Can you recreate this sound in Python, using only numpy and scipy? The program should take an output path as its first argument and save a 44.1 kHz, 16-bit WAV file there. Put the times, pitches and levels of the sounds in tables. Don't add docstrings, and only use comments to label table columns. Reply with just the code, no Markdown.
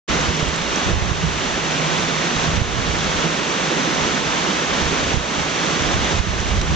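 import sys
import numpy as np
from scipy import signal
from scipy.fft import rfft, irfft, next_fast_len
from scipy.io import wavfile
from scipy.ndimage import uniform_filter1d

SR = 44100
rng = np.random.default_rng(int(sys.argv[2]) if len(sys.argv) > 2 else 0)


def transcribe(u):
    v = np.clip(np.atleast_2d(u).T, -1, 1)
    q = np.round(v * 32767).astype(np.int16)
    wavfile.write(sys.argv[1], SR, q)


N = 298056
TIME = np.arange(N) / SR
FFT_SIZE = next_fast_len(N, real=True)
FREQS = np.maximum(np.arange(FFT_SIZE // 2 + 1) * SR / FFT_SIZE, 1)


def from_db(db):
    return 10 ** (np.asarray(db) / 20)


def unit_rms(x):
    return x / np.sqrt(np.mean(x ** 2) + 1e-20)


def in_time(rows):
    times, *columns = np.transpose(rows)
    return [np.interp(TIME, times, column) for column in columns]


def in_frequency(rows):
    hz, *columns = np.transpose(rows)
    return [np.interp(np.log(FREQS), np.log(hz), column) for column in columns]


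def white():
    return rfft(rng.standard_normal(FFT_SIZE))


def waveform(spectrum):
    return irfft(spectrum, FFT_SIZE)[..., :N]


def drift(rate_hz):
    return unit_rms(waveform(white() / (1 + (FREQS / rate_hz) ** 2)))


def low_pass(corner_hz, order):
    return 1 / np.sqrt(1 + (FREQS / corner_hz) ** (2 * order))


def port_noise(gain, likeness):
    common = np.sqrt(likeness) * white()
    separate = np.sqrt(1 - likeness) * np.array([white(), white()])
    return gain * (common + separate)


def steadied(x, span_s):
    power = uniform_filter1d(x ** 2, int(span_s * SR), axis=-1)
    return x / np.sqrt(np.maximum(power, 0) + 1e-20)


def panned(left_right_db):
    ratio = np.atleast_1d(from_db(left_right_db))
    return 2 * np.array([ratio, np.ones_like(ratio)]) / (1 + ratio)


def churned(spectra, surge_db, flicker_db, flicker_hz):
    octave = np.clip(np.log2(FREQS / 200), 0, 5)
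    common_db = surge_db * drift(rate_hz=4.3)
    out = 0
    for k in range(6):
        band = waveform(spectra * np.maximum(1 - abs(octave - k), 0))
        out = out + band * from_db(common_db + flicker_db * drift(flicker_hz))
    return out


# (frequency [Hz], relative density [dB])
RUSH_SPECTRUM = [(200, -1.5), (320, -3), (480, -5), (780, -8), (1100, -7.5), (2400, -10), (3550, -10.5),
                 (5000, -18), (6200, -14.5), (7400, -24), (8800, -42.5), (10200, -74), (12400, -60),
                 (15000, -90)]
# (frequency [Hz], left-right [dB], likeness [0-1], left phase lead [rad])
RUSH_AT_PORTS = [(130, -5.4, 0.65, -0.32), (300, -4.6, 0.94, 0.01), (520, -9.9, 0.76, 0.44),
                 (700, -6.4, 0.63, 1.13), (900, -3.4, 0.69, 1.83), (1300, -0.4, 0.55, 1.29),
                 (2400, -0.7, 0.63, 0.67), (3800, -1.8, 0.82, 0.33), (5000, -4.1, 0.4, -0.11),
                 (6300, -1.9, 0.16, -0.05), (7500, -2.8, 0.2, -2.9)]
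# (time [s], level [dB])
RUSH_SWELL = [(0.1, -19.5), (0.5, -21.5), (0.8, -21), (1.15, -21), (1.5, -20.5), (2.3, -21.5),
              (2.66, -19.5), (3.1, -20), (4.0, -21), (5.5, -20), (5.8, -20.3), (6.0, -20), (6.15, -19.8),
              (6.45, -21), (6.75, -20.5)]
def waterfall():
    side_db, likeness, lead = in_frequency(RUSH_AT_PORTS)
    colour_db, = in_frequency(RUSH_SPECTRUM)
    level_db, = in_time(RUSH_SWELL)
    ports = panned(side_db) * np.array([np.exp(1j * lead), np.ones_like(lead)])
    cross_power = 2 * likeness * ports.prod(axis=0).real
    summed_gain = np.sqrt(np.sum(abs(ports) ** 2, axis=0) + cross_power)
    bass_cut = np.sqrt(1 - low_pass(corner_hz=150.7, order=5) ** 2)
    spectra = port_noise(from_db(colour_db) * bass_cut, likeness) * ports / summed_gain
    rush = churned(spectra, surge_db=0.47, flicker_db=0.55, flicker_hz=39)
    return rush / np.std(rush.mean(axis=0)) * from_db(level_db)


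# (time [s], relative level [dB])
BREEZE_LEVEL = [(0.15, -55), (0.28, -46), (0.77, -44.5), (1.05, -34), (1.35, -38), (1.77, -49.5),
                (2.28, -51), (2.56, -34), (2.92, -35), (3.35, -52), (4.6, -54), (4.89, -43.5), (5.6, -53),
                (5.96, -41.5), (6.45, -33.5), (6.75, -29)]
# (start [s], length [s], level [dB], left-right [dB])
PORT_GUSTS = [(0.09, 0.13, -27, 0), (0.245, 0.04, -31, -6), (0.427, 0.082, -29, -3), (0.857, 0.041, -23, 4),
              (0.923, 0.05, -19, 1), (1.01, 0.075, -22, -7), (1.195, 0.093, -23, -2), (1.97, .09, -36, -10),
              (2.36, 0.02, -28, -7), (2.467, 0.04, -29.5, -13), (2.55, 0.068, -21, -6), (2.73, .04, -37, 2),
              (2.87, 0.04, -24, -7), (3.05, .05, -30, -1), (4.007, 0.048, -30, -4),
              (4.235, 0.043, -32.5, -1), (4.698, 0.038, -36.5, 7), (4.817, 0.049, -24, -12),
              (4.992, 0.12, -28.5, 2), (5.134, 0.065, -23, -8), (5.372, 0.028, -24, -6),
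              (5.596, 0.043, -38, 1), (5.788, 0.1, -26, -9), (5.933, 0.041, -19, -4.5),
              (6.162, 0.051, -20, -15), (6.264, 0.067, -18, -14), (6.487, 0.05, -16.5, -13),
              (6.564, 0.037, -16, 0), (6.687, .08, -16, -2)]
def wind_strength(breeze_gain_db=11.5, lumps_db=3.2, attack_s=0.0075, release_s=0.041):
    breeze_db, = in_time(BREEZE_LEVEL)
    lumps = np.array([drift(rate_hz=14), drift(rate_hz=14)])
    breeze = from_db(breeze_db + breeze_gain_db + lumps_db * lumps) * panned(left_right_db=-4)
    power = breeze ** 2
    for start_s, length_s, level_db, side_db in PORT_GUSTS:
        rise = np.clip((TIME - start_s) / attack_s, 0, 1)
        fall = np.exp(-np.clip((TIME - start_s - length_s) / release_s, 0, 20))
        power = power + (from_db(level_db) * rise * fall * panned(side_db)) ** 2
    return np.sqrt(power)


# (frequency [Hz], relative density [dB])
RUMBLE_SPECTRUM = [(8.8, -46), (15, -10), (38, -2), (59, 6.5), (156, -6), (200, 3.5), (260, -31),
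                   (440, -120)]
def wind():
    colour_db, = in_frequency(RUMBLE_SPECTRUM)
    eddies = port_noise(from_db(colour_db) * low_pass(corner_hz=176, order=4), likeness=0.21)
    rumble = steadied(waveform(eddies), span_s=0.037)
    flutter_spectra = port_noise(low_pass(corner_hz=240, order=3), likeness=0.31)
    flutter = unit_rms(waveform(flutter_spectra)) * abs(rumble)
    return (rumble + from_db(-14.5) * flutter) * wind_strength()


# (time [s], relative level [dB])
HUM_LEVEL = [(0.15, -32.5), (0.37, -27.5), (0.87, -47), (0.9, -32), (0.98, -43), (1.27, -21.5), (1.31, -30),
             (1.64, -42), (1.8, -27), (2.06, -33.5), (2.63, -32), (2.67, -44), (3.09, -29.5), (3.15, -52),
             (3.27, -30), (3.37, -41), (3.92, -34), (4.78, -39), (4.91, -29), (5.08, -53), (5.15, -31),
             (5.21, -45), (5.42, -36.5), (6.75, -34)]
def hum(centre_hz, half_width_hz, side_db, gain_db):
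    level_db, = in_time(HUM_LEVEL)
    resonance = 1 / (1 + ((FREQS - centre_hz) / half_width_hz) ** 2)
    tone = steadied(waveform(port_noise(resonance, likeness=0.63)), span_s=0.079)
    return tone * from_db(level_db + gain_db) * panned(side_db)


# (time [s], peak [dB], pitch [Hz], half length [s], left-right [dB])
EDDY_THUMPS = [(0.291, -14, 76.4, 0.012, -7), (0.43, -9, 110, 0.0038, -15), (0.482, -15, 62, 0.013, -19),
               (0.921, -21, 150, 0.0043, -10), (0.935, -10, 80, 0.0048, -19), (0.975, -8, 71, 0.0098, -13),
               (1.028, -12, 85, 0.0076, -16), (1.075, -16, 80, .008, -14), (1.119, -9, 101, 0.0035, -21),
               (1.246, -13.5, 160, 0.013, -7.5), (2.48, -21, 151, 0.025, -2), (2.495, -17, 92, 0.012, -16),
               (2.565, -14, 110, 0.0066, -8), (2.583, -6.5, 74.6, 0.01, -19),
               (2.618, -2, 100, 0.0039, -17.5), (2.9, -13, 100, 0.0074, -8), (3.255, -18.5, 168, .014, -6),
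               (4.504, -16, 195, 0.011, -6), (5.143, -9.5, 115, 0.0047, -33), (5.174, -7, 84, 0.005, -25),
               (5.966, -13, 80, 0.0039, 4), (6.151, -13.5, 82.5, 0.012, -9), (6.203, -2, 62.4, 0.008, -19),
               (6.405, -13, 70, 0.0077, -12), (6.505, -11, 120, 0.0064, -14), (6.59, -10.5, 65, 0.012, -6),
               (6.614, -11.5, 45, 0.01, -12), (6.724, -9, 154, 0.0053, -22)]
def thumps():
    out = 0
    for time_s, peak_db, hz, half_s, side_db in EDDY_THUMPS:
        offset_s = TIME - time_s
        swell = from_db(peak_db) * np.exp(-np.minimum((offset_s / half_s) ** 2, 20))
        out = out + swell * np.cos(2 * np.pi * hz * offset_s) * panned(side_db)
    return out


# (time [s], relative level [dB], ring [Hz], time to fall 60 dB [s], splash gain against the ring [dB])
SPRAY_DROPS = [(0.485, -17, 7700, .009, 2), (0.561, -13, 7700, .009, 3), (0.759, -6.5, 6030, .009, -12),
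               (5.822, -14, 6500, .009, -3), (6.045, -14, 6200, .008, -3), (6.174, -18, 6500, .006, 6),
               (6.186, -16, 6700, .008, 2), (6.402, -14, 5770, .007, 12), (6.614, -11, 5560, .012, 13)]
def drops(side_db, rise_s, crisp_db):
    ticks, age = np.zeros(N), TIME[:SR // 20]
    splash_band = signal.butter(1, [500, 2400], "band", fs=SR, output="sos")
    splashes = signal.sosfilt(splash_band, rng.standard_normal((len(SPRAY_DROPS), len(age))))
    attack = 1 - np.exp(-(age / rise_s) ** 2)
    for (time_s, level_db, hz, t60_s, splash_db), splash in zip(SPRAY_DROPS, splashes):
        ring = np.sin(2 * np.pi * hz * age)
        envelope = attack * from_db(level_db - 60 * age / t60_s)
        tick = (ring + from_db(splash_db) * splash) * envelope
        start = round(time_s * SR)
        ticks[start:start + len(age)] += tick[:N - start]
    dull = signal.sosfilt(signal.butter(8, 7700, fs=SR, output="sos"), ticks + 1e-18)
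    return (dull + from_db(crisp_db) * ticks) * panned(side_db)


# (time [s], level [dB])
POOL_PLUNGES = [(0.891, -27.5), (1.573, -24), (3.244, -23.5), (3.492, -26), (3.711, -21), (3.77, -22.5),
                (3.876, -23.5), (4.47, -25.5), (4.93, -24.5), (5.89, -25), (5.96, -35)]
def plunges(centre_hz, half_width_hz, side_db, rise_s=0.0049, fall_s=0.03):
    pool_band = 1 / (1 + ((FREQS - centre_hz) / half_width_hz) ** 4)
    roar = steadied(waveform(port_noise(pool_band, likeness=0.92)), span_s=0.015)
    strength = 0
    for time_s, level_db in POOL_PLUNGES:
        spread_s = np.where(TIME < time_s, rise_s, fall_s)
        swell = np.exp(-np.minimum(((TIME - time_s) / spread_s) ** 2, 20))
        strength = strength + from_db(level_db) * swell
    return roar * strength * panned(side_db)


def gain_control(x, threshold_db=-17, squeeze=0.62, detect_s=0.015, duck_s=0.005, recover_s=0.36):
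    power = uniform_filter1d(x ** 2, int(detect_s * SR), axis=-1).max(axis=0)
    level_db = 10 * np.log10(np.maximum(power, 1e-12))
    cut_db = squeeze * np.maximum(level_db - threshold_db, 0)
    recovery = np.exp(-TIME / recover_s)
    held_db = np.maximum.accumulate(cut_db / recovery) * recovery
    lag = np.exp(-1 / (duck_s * SR))
    smoothed_db = signal.lfilter([1 - lag], [1, -lag], held_db)
    return x * from_db(-smoothed_db)


def scene():
    water = waterfall() + plunges(centre_hz=350, half_width_hz=126, side_db=-5.5)
    air = wind() + thumps() + hum(centre_hz=158.4, half_width_hz=6.4, side_db=-6, gain_db=2.5)
    spray = drops(side_db=-10, rise_s=0.0003, crisp_db=-29)
    return water + air + spray


def record(dry):
    start_s, fade_s, cutoff_hz = 0.077, 0.018, 15800
    fade_in = np.clip((TIME - start_s) / fade_s, 0, 1)
    top_cut = signal.butter(16, cutoff_hz, fs=SR, output="sos")
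    return signal.sosfilt(top_cut, gain_control(dry * fade_in))


dry = scene()
out = record(dry)
transcribe(out)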